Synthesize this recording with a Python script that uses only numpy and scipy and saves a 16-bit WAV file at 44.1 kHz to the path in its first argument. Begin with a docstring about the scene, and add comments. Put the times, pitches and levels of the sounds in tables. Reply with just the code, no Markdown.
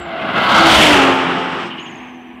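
"""A turbocharged six-cylinder car passes close by at full throttle. A brief turbo whistle, intake howl
and tyre roar come first. Then the exhaust, one puff of gas per firing, rasps and drops in pitch as the
car goes by, overloading the microphone and buffeting it with its wake. The compressor hisses and the
tailpipe booms as the car recedes. Down the road the throttle closes: the turbo chirps and flutters,
and the exhaust pops and drones on."""
import sys
import numpy as np
from scipy import signal
from scipy.fft import rfft, irfft
from scipy.io import wavfile
from scipy.ndimage import map_coordinates

SR = 44100
rng = np.random.default_rng(int(sys.argv[2]) if len(sys.argv) > 2 else 0)


def transcribe(signal):
    """Save signal, clipped to [-1, 1], as a 16-bit WAV file at the path in sys.argv[1]."""
    frames = np.atleast_2d(signal).T
    limited = np.clip(frames, -1, 1)
    pcm = np.round(limited * 32767).astype(np.int16)
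    wavfile.write(sys.argv[1], SR, pcm)


N = 105840
T = np.arange(N) / SR

CYLINDERS, CYLINDER_SPREAD_DB, SPEED_JITTER = 6, 1.5, 0.0029
FLUTTER_HZ, FLUTTER_DELAY_S, FLUTTER_SETTLE_S = 15.8, 0.053, 0.38
ABREAST_S, TYRE_SWEEP_EXPONENT = .86, 0.99
HISS_DB, OVERLOAD_CEILING, KNEE_EXPONENT, CUTOFF_HZ = -69.5, 0.71, 2.82, 15700

# Turbo whistles: start_s, length_s, pitch_hz, glide_hz_per_s, level_db, fade_db_per_s, flutter_depth_hz
WHISTLES = [(-.02, 0.128, 7850, -5500, -41.5, 193, 30), (1.788, 0.57, 6720, -1480, -47, 34, 264)]
# Firing rate as heard: time_s, pitch_hz
FIRING_RATE = [(0, 354), (.12, 332), (.2, 326), (.55, 330), (.7, 329), (.8, 314), (.9, 298), (.97, 280),
               (1.03, 270), (1.12, 266), (1.3, 262), (1.65, 262), (1.8, 246), (2.0, 251), (2.4, 248)]
# Engine harmonics: multiple_of_cycle_rate
GROWL_ORDERS = [4, 5, 12, 13, 14]
HOWL_ORDERS = [17, 18, 20, 22, 24, 25, 26]
EXHAUST_ORDERS = [8, 9, 10, 12, 16, 18, 20, 24]
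OVERRUN_ORDERS = [5, 8]
# Strengths of those harmonics: relative_db
GROWL_DB = [-10, -16, -0.5, -7.5, -6.5]
HOWL_DB = [-8.5, -6, -1.5, -11, -1, -3.5, -4]
EXHAUST_DB = [-3, -4.5, -8, -5.5, -6, 0.5, 0.5, -9.5]
OVERRUN_DB = [-5, -2.5]
# Envelopes of the engine tones (overrun is running with the throttle closed): time_s, level_db
GROWL_LEVEL = [(0, -45.5), (.15, -27.5), (.35, -35.5), (.55, -25.5), (.66, -16.5), (.8, -15.5), (.92, -21),
               (1.15, -27), (1.4, -78)]
HOWL_LEVEL = [(0, -65), (.3, -43.5), (.48, -21), (.62, -18.5), (.73, -23), (.85, -26), (1.1, -46)]
DRONE_LEVEL = [(0, -34), (.3, -42.5), (.56, -26.5), (.66, -15), (.78, -21), (.93, -12.5), (.98, -21.5),
               (1.035, -15), (1.25, -23.5), (1.45, -30.5), (1.75, -40.5), (1.92, -42), (2.08, -37),
               (2.4, -38.5)]
EXHAUST_LEVEL = [(.75, -38), (.9, -20), (.99, -18.5), (1.08, -18), (1.17, -27.5), (1.4, -30), (1.65, -40),
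                 (1.74, -54.5), (2.4, -54.5)]
OVERRUN_LEVEL = [(1.66, -31.5), (1.74, -44.5), (1.95, -42), (2.1, -49.5), (2.4, -45)]
# Envelopes of the noise sources: time_s, level_db
FAR_INTAKE_LEVEL = [(0, -31.5), (.13, -28), (.22, -23.5), (.28, -19.5), (.32, -21), (.38, -15.5),
                    (.55, -25), (.8, -70)]
NEAR_INTAKE_LEVEL = [(0, -54), (.3, -37), (.38, -21), (.52, -10), (.64, -8), (.74, -9), (.85, -16),
                     (1.1, -64)]
TYRE_LEVEL = [(.3, -65), (.55, -24.5), (.7, -13.5), (.79, -7), (.93, -8.5), (1.0, -15.5), (1.12, -22.5),
              (1.4, -50)]
GRILLE_HISS_LEVEL = [(.3, -66), (.5, -35), (.66, -26.5), (.75, -22), (.82, -40), (.9, -53)]
RASP_LEVEL = [(.6, -43), (.88, -16.5), (.98, -11.5), (1.09, -11.5), (1.14, -16), (1.3, -17), (1.45, -22.5),
              (1.63, -24), (1.73, -33), (1.9, -47), (2.15, -55)]
WAKE_LEVEL = [(0, -48), (.4, -53), (.7, -44), (.79, -25), (.87, -43), (.94, -42), (1.0, -61), (1.7, -77),
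              (2.4, -57)]
BOOST_LEVEL = [(.9, -45), (1.2, -43.5), (1.5, -49.5), (1.67, -46.5), (1.73, -62), (1.86, -62), (2.1, -70),
               (2.25, -82)]
BOOM_LEVEL = [(1.0, -38), (1.18, -37), (1.4, -34.5), (1.65, -39), (1.74, -50), (2.0, -64)]
COASTING_LEVEL = [(1.4, -69), (1.75, -33.5), (1.9, -34), (2.02, -34.5), (2.15, -40), (2.4, -41.5)]
# Spectra of the noise sources: frequency_hz, relative_density_db
FAR_INTAKE_SPECTRUM = [(30, -50), (60, -23), (200, 0), (323, -5), (451, -6.5), (700, -2.5), (938, -6.5),
                       (1400, -1), (1650, -4.5), (1790, -15.5), (2060, -3), (2380, -14.5), (2660, -8),
                       (3200, -12), (4520, -28.5), (6170, -45), (15000, -58.5)]
NEAR_INTAKE_SPECTRUM = [(24, -60), (60, -27), (120, -12.5), (211, -3), (321, -8.5), (422, -20), (520, -7.5),
                        (824, -1.5), (1030, -6), (1350, -0.5), (1600, -4), (1820, -17), (2110, -4.5),
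                        (2390, -16.5), (3070, -8), (4200, -17), (5040, -28), (5700, -37), (15000, -48.5)]
TYRE_SPECTRUM = [(25, -29), (80, -6), (170, -3), (400, -3.5), (750, 1), (1200, -7), (1900, 0), (2400, -2),
                 (2950, 2), (3400, -2), (4200, -13), (5500, -18), (6500, -21), (8500, -22), (15500, -40)]
GRILLE_HISS_SPECTRUM = [(1500, -49), (3200, -6), (3900, -4), (4650, 5), (5400, -36), (15000, -51)]
RASP_SPECTRUM = [(18, -66), (30, -34), (80, -20), (140, -16), (220, -10.5), (380, -4.5), (500, -9),
                 (650, -6.5), (880, -7), (1020, -4), (1250, -1.5), (1600, -6), (2130, -10), (2920, -8.5),
                 (3400, -14), (4090, -25), (6000, -41), (9000, -48), (15000, -63)]
WAKE_SPECTRUM = [(15, -13), (35, -10), (70, 14), (200, -23), (1000, -71)]
BOOST_SPECTRUM = [(2500, -20), (4000, -1), (5300, 6), (6600, -5), (8300, -5.5), (10000, -26), (15000, -32)]
BOOM_SPECTRUM = [(25, -31), (60, -23), (110, -1.5), (190, 3.5), (300, -5), (1000, -50), (8000, -86)]
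COASTING_SPECTRUM = [(18, -72), (30, -44), (90, -21.5), (176, -13.5), (240, -11.5), (340, -14), (420, -17),
                     (520, -27), (780, -13.5), (1100, -15.5), (1350, -25), (1780, -18), (2030, -20),
                     (2500, -17.5), (3150, -24), (4090, -43.5), (5580, -61), (8000, -55), (15000, -73)]
CHIRP_SPECTRUM = [(1200, -35), (2550, -14), (2900, 0), (3200, -7), (3900, -28), (15000, -80)]
POP_SPECTRUM = [(30, -40), (120, -21), (300, 16), (550, -14), (1000, -9), (3000, -22), (5000, -49),
                (15000, -80)]
# Blow-off chirps and exhaust pops: start_s, peak_db
CHIRPS = [(1.703, -30), (1.776, -29.5), (1.853, -35)]
POPS = [(1.785, -30.5), (2.01, -34)]


def from_db(db):
    """Amplitude grows tenfold for every 20 dB."""
    return 10 ** (np.asarray(db) / 20)


def unit_power(x):
    """Division by the RMS value gives unit power."""
    return x / np.sqrt(np.mean(x ** 2) + 1e-20)


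def curve(rows):
    """Linear interpolation between (time_s, value) points."""
    return np.interp(T, *np.transpose(rows))


def level(rows):
    """Envelope through (time_s, level_db) points, with exponential decay outside them."""
    outside_s = np.maximum(rows[0][0] - T, 0) + np.maximum(T - rows[-1][0], 0)
    return from_db(curve(rows) - 100 * outside_s)


def drift(rate_hz):
    """Low-pass filtered noise wanders slowly, with unit spread."""
    step = 40
    pole = np.exp(-2 * np.pi * step * rate_hz / SR)
    white = rng.standard_normal(N // step + 2002)
    slow = signal.lfilter([1], [1, -2 * pole, pole * pole], white)[2000:]
    return np.interp(np.arange(N) / step, np.arange(len(slow)), unit_power(slow))


def turbulence(spectrum, gate=1, gust_db=1.0, gust_hz=12):
    """Source and filter: gated white noise takes on a spectrum, and its level wavers in the air."""
    hz, db = np.transpose(spectrum)
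    bins_hz = np.maximum(np.arange(N // 2 + 1) * SR / N, 1)
    gain = from_db(np.interp(np.log(bins_hz), np.log(hz), db)) * np.minimum(bins_hz / hz[0], 1)
    noise = irfft(rfft(gate * rng.standard_normal(N)) * gain, N)
    return unit_power(noise) * from_db(gust_db * drift(gust_hz))


def firing_gate(cycle, depth):
    """Amplitude modulation by one puff of gas per firing; each cylinder has its own strength."""
    firing = cycle * CYLINDERS
    strengths = from_db(CYLINDER_SPREAD_DB * rng.standard_normal(CYLINDERS))
    puffs = strengths[firing.astype(int) % CYLINDERS] * np.sin(np.pi * firing) ** 2
    return 1 - depth + 2 * depth * puffs


def harmonics(cycle, orders, strengths_db):
    """A periodic source sounds at multiples of its cycle rate; each wavers in level and phase."""
    out = 0
    for order, db in zip(orders, strengths_db):
        amplitude = np.sqrt(2) * from_db(db + 3 * drift(7.3))
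        phase = 2 * np.pi * (order * cycle + rng.random()) + .5 * drift(20)
        out += amplitude * np.sin(phase)
    return out


def bursts(rows, rise_s):
    """Transient envelopes: each peaks after rise_s, then decays exponentially."""
    ages = [(np.maximum(T - start_s, 0) / rise_s, db) for start_s, db in rows]
    return sum(from_db(db) * age * np.exp(1 - age) for age, db in ages)


def turbo_whistle():
    """The tone falls as the compressor spins down; flutter modulates its frequency and amplitude."""
    out = 0
    for start_s, length_s, pitch_hz, glide, level_db, fade, depth_hz in WHISTLES:
        age = np.clip(T - start_s, 0, length_s)
        flutter = np.cos(2 * np.pi * FLUTTER_HZ * (age - FLUTTER_DELAY_S))
        unrest = np.exp(-age / FLUTTER_SETTLE_S)
        roughness_hz = 151 * np.sqrt(unrest) * drift(400)
        hz = pitch_hz + glide * age + depth_hz * unrest * flutter + roughness_hz
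        edges = np.minimum(np.minimum(age, length_s - age) / .015, 1)
        throb = 1 - np.clip(.1 + 1.3 * age, 0, 1) * (1 - flutter) / 2  # deepens with age
        flicker_db = 4 * drift(180)
        amplitude = edges * throb * from_db(level_db - fade * age + flicker_db)
        out += amplitude * np.sin(2 * np.pi * np.cumsum(hz) / SR)
    return out


def intake(cycle):
    """Periodic suction pulses the air flow; low harmonics growl and high ones howl."""
    gate = firing_gate(cycle, depth=0.21)
    far = level(FAR_INTAKE_LEVEL) * turbulence(FAR_INTAKE_SPECTRUM, gate, gust_hz=21)
    near = level(NEAR_INTAKE_LEVEL) * turbulence(NEAR_INTAKE_SPECTRUM, gate, gust_db=1.5, gust_hz=31)
    growl = level(GROWL_LEVEL) * harmonics(cycle, GROWL_ORDERS, GROWL_DB)
    howl = level(HOWL_LEVEL) * harmonics(cycle, HOWL_ORDERS, HOWL_DB)
    return far + near + growl + howl


def exhaust_tones(cycle):
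    """A pulse train drones at the firing rate, with other engine harmonics on and off the throttle."""
    firing_tone = np.sqrt(2) * np.sin(2 * np.pi * CYLINDERS * cycle)
    drone = level(DRONE_LEVEL) * firing_tone * from_db(1.86 * drift(26))
    on_throttle = level(EXHAUST_LEVEL) * harmonics(cycle, EXHAUST_ORDERS, EXHAUST_DB)
    overrun = level(OVERRUN_LEVEL) * harmonics(cycle, OVERRUN_ORDERS, OVERRUN_DB)
    return drone + on_throttle + overrun


def tyres():
    """Doppler shift sweeps the roar down with the engine's pitch; air hisses at the front grille on approach."""
    pitch_hz = curve(FIRING_RATE)
    doppler = (pitch_hz / np.interp(ABREAST_S, T, pitch_hz)) ** TYRE_SWEEP_EXPONENT
    roar = turbulence(TYRE_SPECTRUM, gust_db=1.8)
    swept = map_coordinates(roar, [np.cumsum(doppler)], order=3, mode="wrap")
    hiss = turbulence(GRILLE_HISS_SPECTRUM, gust_hz=27)
    return level(TYRE_LEVEL) * swept + level(GRILLE_HISS_LEVEL) * hiss


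def exhaust_rasp(cycle):
    """Turbulent exhaust gas is amplitude-modulated at the firing rate."""
    return level(RASP_LEVEL) * turbulence(RASP_SPECTRUM, firing_gate(cycle, depth=0.12), gust_db=.5)


def wake():
    """Low-frequency pressure fluctuations in the wake buffet the microphone."""
    return level(WAKE_LEVEL) * turbulence(WAKE_SPECTRUM, gust_db=4.0)


def compressor_hiss():
    """Turbulent flow through the compressor hisses while it is on boost."""
    return level(BOOST_LEVEL) * turbulence(BOOST_SPECTRUM, gust_db=1.5)


def tailpipe_boom(cycle):
    """The tailpipe radiates low noise and one harmonic backwards, heard once the car is past."""
    return level(BOOM_LEVEL) * (turbulence(BOOM_SPECTRUM) + harmonics(cycle, [4], strengths_db=[1]))


def coasting():
    """Broadband rolling noise carries from the distant car."""
    return level(COASTING_LEVEL) * turbulence(COASTING_SPECTRUM, gust_db=0.4)


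def blow_off():
    """Compressed air vents in bursts of narrow-band noise, heard as chirps."""
    return bursts(CHIRPS, rise_s=0.013) * turbulence(CHIRP_SPECTRUM, gust_db=1.5)


def exhaust_pops():
    """Brief pressure transients leave the exhaust once the throttle closes."""
    return bursts(POPS, rise_s=0.0026) * turbulence(POP_SPECTRUM, gust_db=2.5)


def scene():
    """The sources superpose over a faint hiss; one engine speed drives intake and exhaust."""
    firing_hz = curve(FIRING_RATE) * (1 + SPEED_JITTER * drift(19.3))
    cycle = np.cumsum(firing_hz) / SR / CYLINDERS  # engine cycles elapsed
    mix = turbo_whistle() + intake(cycle) + exhaust_tones(cycle) + tyres()
    mix += exhaust_rasp(cycle) + wake() + compressor_hiss() + tailpipe_boom(cycle)
    mix += coasting() + blow_off() + exhaust_pops()
    mix += from_db(HISS_DB) * rng.standard_normal(N)
    return mix[None]


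def record(dry):
    """Saturation in the overloaded microphone rounds the peaks; a low-pass filter cuts the top."""
    clipped = dry / (1 + np.abs(dry / OVERLOAD_CEILING) ** KNEE_EXPONENT) ** (1 / KNEE_EXPONENT)
    low_pass = signal.ellip(12, .1, 80, CUTOFF_HZ, fs=SR, output="sos")
    return signal.sosfilt(low_pass, clipped)


dry = scene()
out = record(dry)
transcribe(out)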